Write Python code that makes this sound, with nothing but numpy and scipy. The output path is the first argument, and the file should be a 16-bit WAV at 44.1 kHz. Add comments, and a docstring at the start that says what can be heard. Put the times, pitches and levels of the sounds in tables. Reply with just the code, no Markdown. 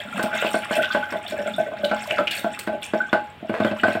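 """Kitchen, microphone close to a small metal pot of thin yogurt; a wooden churner twirls back and forth.
Froth fizzes from the start and the stirring keeps the metal singing. The vanes begin to knock on the pot
and slap the liquid, each blow sounding the hollow inside; bubbles plop, spray crackles, air squelches out.
Near the end a hand holds the pot down, so the knocks boom more, and the wood rubs once along the metal.
Throughout, a near wall throws back one strong echo, followed by a weaker one in the short room tail."""
import sys
import numpy as np
from scipy import signal
from scipy.fft import rfft, irfft
from scipy.io import wavfile

SR = 44100
rng = np.random.default_rng(int(sys.argv[2]) if len(sys.argv) > 2 else 0)


def master_out(mix):
    """Clip the mix to full scale and print it as 16-bit PCM to the path in sys.argv[1]."""
    frames = np.transpose(np.atleast_2d(mix))
    ceiling = np.clip(frames, -1, 1)
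    pcm = np.round(ceiling * 32767).astype(np.int16)
    wavfile.write(sys.argv[1], SR, pcm)


N = 176400
T = np.arange(N) / SR
RING = T[:int(.6 * SR)]  # time axis of a single event
HELD_FROM_S, GULP_RISE_S = 3.45, .0045

# knocks of the churner on the pot: t/s, thud level/dB, clack level/dB
KNOCKS = [(.194, -24.5, -25), (.238, -19.5, -38), (0.424, -34, -25), (0.446, -21, -26), (.542, -19.5, -24),
          (.708, -21.5, -29), (0.9473, -17, -21.5), (1.123, -34, -29), (1.913, -17, -25), (2.183, -70, -23),
          (2.444, -19, -30), (2.674, -20, -28.5), (2.935, -16.5, -28.5), (3.129, -14, -18.5),
          (3.427, -29.5, -63), (3.495, -19, -35), (3.601, -14, -24.5), (3.647, -14.5, -23),
          (3.712, -16, -30), (3.834, -11, -18.5), (3.881, -16, -25.5), (3.951, -17, -30.5)]
# gulps of liquid behind a vane: t/s, level/dB
GULPS = [(.33, -31), (.764, -23), (.789, -26.5), (1.135, -27.5), (1.32, -28.5), (1.386, -28), (1.458, -27),
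         (1.581, -21), (1.664, -31), (1.792, -36.5), (1.716, -33), (1.833, -22.5), (2.105, -28),
         (2.186, -21.5), (2.728, -29.5), (3.53, -29), (3.905, -42.5)]
# strength of the stirring: t/s, level/dB
STIRRING = [(0, -36.5), (.2, -28.5), (.67, -33), (.8, -28), (1.22, -39), (1.4, -37), (1.72, -36),
            (2.35, -33), (2.55, -36.5), (2.76, -45), (3.0, -38.5), (3.4, -51), (3.7, -36.5)]
# modes of the pot's wall: f/Hz, level/dB, t60/s
WALL_MODES = [(1525, -4.5, 0.092), (1584, -36.5, 0.57)]
# spectrum of wood against metal: f/Hz, level/dB
CONTACT_SPECTRUM = [(110, -8), (230, -14), (480, 7.5), (1100, 5.5), (1850, 1), (4500, -16.5), (6000, -32),
                    (8300, -29), (11000, -39.5)]
# spectrum of the finest droplets: f/Hz, level/dB
MIST_SPECTRUM = [(2500, 6), (4300, 5), (6500, -3), (8300, 7), (10500, -5.5), (14000, -3)]


def undb(db):
    """Decibels to amplitude."""
    return 10 ** (np.asarray(db) / 20)


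def unit(x):
    """Scale to rms 1."""
    return x / np.sqrt(np.mean(x ** 2))


def add(out, at, sound):
    """Mix a sound in at a time in seconds."""
    i = max(int(at * SR), 0)
    out[i:i + len(sound)] += sound[:max(N - i, 0)]


def late(x, lag_s):
    """Delay a sound."""
    return np.pad(x, (int(round(lag_s * SR)), 0))[:N]


def colour(x, spectrum):
    """Give a sound a spectrum; rms 1."""
    hz, db = np.array(spectrum).T
    f = np.maximum(np.arange(N // 2 + 1) * SR / N, 1)
    gain = undb(np.interp(np.log(f), np.log(hz), db))
    return unit(irfft(rfft(x) * gain, N))


def fade(t60):
    """Exponential decay, 60 dB in t60 seconds."""
    return np.exp(-np.log(1000) * RING / t60)


def swell(rise_s):
    """Soft onset."""
    return 1 - np.exp(-RING / rise_s)


def ring(modes):
    """Decaying sines of a struck body."""
    return sum(undb(db) * fade(t60) * np.sin(2 * np.pi * hz * RING) for hz, db, t60 in modes)


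def reverberate(x, t60, build_s=1 / SR):
    """Short diffuse tail of an enclosed space."""
    tail = rng.standard_normal(len(RING)) * fade(t60) * swell(build_s)
    return signal.fftconvolve(x, tail / np.sqrt(np.sum(tail ** 2)))[:N]


def chirp(hz, cycles, glide, t=RING):
    """A bubble: a sine that dies away over about so many cycles, its pitch climbing as it surfaces."""
    age = t * hz / cycles
    return np.exp(-np.log(1000) * age) * np.sin(2 * np.pi * hz * t * (1 + glide * np.minimum(age, 1)))


def droplets(lo_hz, hi_hz, cycles, scatter_db, count):
    """A steady cloud of tiny bubbles of random pitch and size, each with a soft onset; rms 1."""
    out = np.zeros(N)
    for when, pitch, size in rng.random((count, 3)):
        hz = lo_hz * (hi_hz / lo_hz) ** pitch
        t = T[:int(cycles / hz * SR)]
        gain = undb(-scatter_db * np.log(max(size, .03)))
        onset = 1 - np.exp(-t * hz / 2)
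        add(out, when * N / SR, gain * onset * chirp(hz, cycles, glide=.047, t=t))
    return unit(out)


def crackle(clicks_per_s=500, scatter_db=5.5):
    """Dense random clicks, mostly small; rms 1."""
    hit, size, sign = rng.random((3, N))
    gain = undb(-scatter_db * np.log(np.maximum(size, np.exp(-4))))
    return unit((hit < clicks_per_s / SR) * np.sign(sign - .5) * gain)


def fine_mist():
    """The smallest droplets tick and bursting films crackle; rms 1."""
    ticks = droplets(lo_hz=3950, hi_hz=16200, cycles=15, scatter_db=6.5, count=3000)
    films = ticks + .5 * reverberate(crackle(), t60=.025)
    return colour(films + reverberate(films, t60=.025), MIST_SPECTRUM)


def froth(mist, clumps_per_s=40):
    """Thick froth bursts in clumps over a low wash: dull pops ring in the pot, with a few clear bubbles."""
    # spectrum of the washing liquid: f/Hz, level/dB
    wash_spectrum = [(100, -15), (240, -1.5), (450, -20.5), (630, 9.5), (950, -3), (1520, 10), (1800, -15),
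                     (8000, -16)]
    pops = droplets(lo_hz=1730, hi_hz=3450, cycles=10, scatter_db=.5, count=1900)
    clear = droplets(lo_hz=1340, hi_hz=3660, cycles=47, scatter_db=4, count=500)
    fizz = undb(-8.5) * (reverberate(pops, t60=.06) + clear) + undb(-19.5) * mist
    wash = droplets(lo_hz=183.6, hi_hz=2030, cycles=12, scatter_db=5, count=1000)
    clump_db = 4.5 * rng.uniform(-2, 2, 1000)
    clumps = unit(undb(np.interp(T * clumps_per_s, np.arange(len(clump_db)), clump_db)))
    stir = undb(np.interp(T, *np.array(STIRRING).T))
    return stir * (fizz * clumps + undb(-7) * colour(wash, wash_spectrum))


def rim(hz=836):
    """The pot's lowest metal note sings with the stirring and blooms after blows, briefly once held."""
    out = np.zeros(N)
    free, held = (ring([(hz, 0, t60)]) * swell(.012) for t60 in (.42, .14))
    blows = [(at, (thud_db + clack_db) / 2 - 2) for at, thud_db, clack_db in KNOCKS]
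    blows += [(at, db - 7) for at, db in GULPS]
    for at, db in blows:
        add(out, at, undb(db) * (held if at > HELD_FROM_S else free))
    singing = unit(signal.fftconvolve(rng.standard_normal(N), free)[:N])
    stir = undb(np.interp(T, *np.array(STIRRING).T))
    return out + undb(-14.5) * stir * singing


def knocks():
    """Wood hits metal: the pot thuds on the floor, its wall rings, the vane clacks; held down, it booms."""
    # modes of the pot on the floor: f/Hz, level/dB, t60/s
    thud_modes = [(228, -14, 0.38), (249.3, 5, 0.048), (312.8, 4.5, 0.044)]
    thuds, ringing, contact = np.zeros((3, N))
    clack_and_scrape = (fade(.022) + undb(-1.5) * fade(.12)) * swell(.00048)
    boom = ring([(101, -18.5, .21)]) * swell(.0046)
    for at, thud_db, clack_db in KNOCKS:
        varied_modes = [(hz * (1 + .04 * rng.uniform(-1.26, 1)), db + 3 * rng.uniform(-1.88, 1), t60)
                        for hz, db, t60 in thud_modes]
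        add(thuds, at, undb(thud_db - 2.5) * ring(varied_modes) * swell(.0015))
        add(ringing, at, undb(clack_db + 7.5) * ring(WALL_MODES))
        if at > HELD_FROM_S:
            add(ringing, at, undb(thud_db) * boom)
        add(contact, at, undb(clack_db) * clack_and_scrape)
    thuds = signal.sosfilt(signal.butter(2, 170, "high", fs=SR, output="sos"), thuds)
    return thuds + ringing + contact * colour(rng.standard_normal(N), CONTACT_SPECTRUM)


def hollow(centre_hz=608.4, sag_s=.0067):
    """The air in the pot sounds at each knock and gulp, more softly once the pot is held."""
    out = np.zeros(N)
    struck = undb(7) * swell(.0039) * fade(.058)
    sucked = undb(19) * swell(GULP_RISE_S) ** 2 * fade(.047)
    blows = [(at, db, struck) for at, db, _ in KNOCKS] + [(at, db, sucked) for at, db in GULPS]
    for at, db, envelope in blows:
        hz = centre_hz * (1 + rng.uniform(-.03, .03))  # sloshing varies the pitch
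        clock = RING + rng.uniform(0, .16) * sag_s * swell(sag_s)  # it sags as the liquid falls back
        held_db = -4 if at > HELD_FROM_S else 0
        add(out, at, undb(db + held_db) * envelope * np.sin(2 * np.pi * hz * clock))
    return out


def smacks():
    """A vane tears free of the yogurt with a bright, wet smack."""
    # smacks: t/s, level/dB
    tears = [(.228, -28.5), (0.754, -33), (1.848, -36), (2.311, -30), (2.591, -28.5), (2.633, -45)]
    envelope = np.zeros(N)
    for at, db in tears:
        add(envelope, at, undb(db) * fade(.065))
    return envelope * colour(rng.standard_normal(N), MIST_SPECTRUM)


def bubbles():
    """Larger bubbles plop one at a time."""
    # single bubbles: t/s, f/Hz, level/dB
    plops = [(0.328, 1480, -19), (0.795, 1470, -15), (0.832, 1460, -16), (.905, 1476, -15.5),
             (1.027, 1460, -19), (1.263, 3410, -21), (1.539, 3430, -17.5), (1.912, 1300, -21),
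             (2.184, 1274, -14), (3.003, 1463, -11.5), (3.135, 1448, -11.5), (3.835, 1470, -9)]
    out = np.zeros(N)
    for at, hz, db in plops:
        add(out, at, undb(db + 7) * swell(.0069) * chirp(hz, cycles=84, glide=.11))
    return out


def slop():
    """Each gulp brings a low, dull push of thick liquid and softly sets the wall of the pot ringing."""
    push, wall = np.zeros((2, N))
    for at, db in GULPS:
        add(push, at, undb(db + 8.5) * swell(.032) * fade(.099))
        add(wall, at, undb(db + 4.5) * swell(GULP_RISE_S) * ring(WALL_MODES))
    low_band = signal.butter(2, [195, 380], "band", fs=SR, output="sos")
    return wall + push * unit(signal.sosfilt(low_band, rng.standard_normal(N)))


def spray(mist):
    """A vane throws a short shower of spattering drops and mist."""
    # showers: t/s, length/s, level/dB
    showers = [(0.451, 0.15, -40), (0.72, 0.058, -38), (1.276, 0.041, -40.5), (1.517, 0.071, -48),
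               (1.822, 0.035, -51), (2.039, 0.04, -41), (2.303, 0.11, -36.5), (2.816, 0.049, -38)]
    envelope = np.zeros(N)
    for at, length, db in showers:
        release = np.exp(-np.maximum(RING - length, 0) / .0016)
        add(envelope, at, undb(db) * swell(.0028) * release)
    spatter = droplets(lo_hz=2310, hi_hz=4560, cycles=57, scatter_db=6.5, count=2000)
    return envelope * (undb(-5) * spatter + undb(-6.5) * mist)


def squelches(pitch_span=1.488):
    """Air squeezed out of the yogurt breaks into a tight cluster of small bubbles, densest at first."""
    # pockets of air: t/s, centre f/Hz, length/s, peak level/dB
    pockets = [(0.465, 2710, 0.029, -18.5), (0.829, 3050, 0.033, -18), (0.921, 3920, 0.014, -24),
               (1.845, 3530, 0.007, -16), (2.109, 2770, 0.0031, -12), (2.272, 2670, 0.014, -12.5),
               (2.309, 3430, 0.011, -19.5), (2.828, 3000, .015, -24.5)]
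    out = np.zeros(N)
    for at, hz, length, db in pockets:
        cluster = np.zeros(N)
        for when, pitch in rng.random((16, 2)):
            bubble = chirp(hz * pitch_span ** (pitch - .5), cycles=37.5, glide=.03)
            add(cluster, at + length * when ** 2, bubble)
        out += undb(db) * cluster / np.abs(cluster).max()
    return out


def rub():
    """Wood sticks and slips along the metal in a gritty stroke."""
    # stroke along the pot's wall: t/s, length/s, level/dB
    strokes = [(3.516, 0.088, -31.5)]
    pressure = np.zeros(N)
    for at, length, db in strokes:
        add(pressure, at, undb(db) * np.sin(np.pi * np.minimum(RING / length, 1)))
    return pressure * colour(crackle() + rng.standard_normal(N), CONTACT_SPECTRUM)


def scene():
    """Close to the pot; its mouth beams the hollow note at the kitchen walls, so that note echoes most."""
    # spectrum of the quiet kitchen: f/Hz, level/dB
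    room_tone_spectrum = [(25, -13), (90, 5.5), (300, -2.5), (3200, -10.5), (6000, -36.5)]
    near = knocks() + rub() + slop() + bubbles() + squelches()
    mist = fine_mist()
    near += froth(mist) + spray(mist) + smacks()
    air = hollow()
    first_echo = late(undb(-23.5) * near + undb(2.5) * air, lag_s=12 / 629)
    second_echo = late(undb(-7) * air, lag_s=28 / 629)
    tail = undb(-5) * reverberate(near + undb(1) * air, t60=.26, build_s=.0009)
    direct = near + air + rim()
    room_tone = undb(-48.5) * colour(rng.standard_normal(N), room_tone_spectrum)
    return (direct + first_echo + second_echo + tail + room_tone)[None]


def record(dry):
    """The phone's microphone thins the deep bass, rounds the highest peaks and cuts the top."""
    low_cut = signal.butter(3, 70, "high", fs=SR, output="sos")
    high_cut = signal.ellip(10, .2, 80, 15850, fs=SR, output="sos")
    rounded = np.tanh(1.337 * signal.sosfilt(low_cut, dry)) / 1.105
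    return signal.sosfilt(high_cut, rounded)


dry = scene()
out = record(dry)
master_out(out)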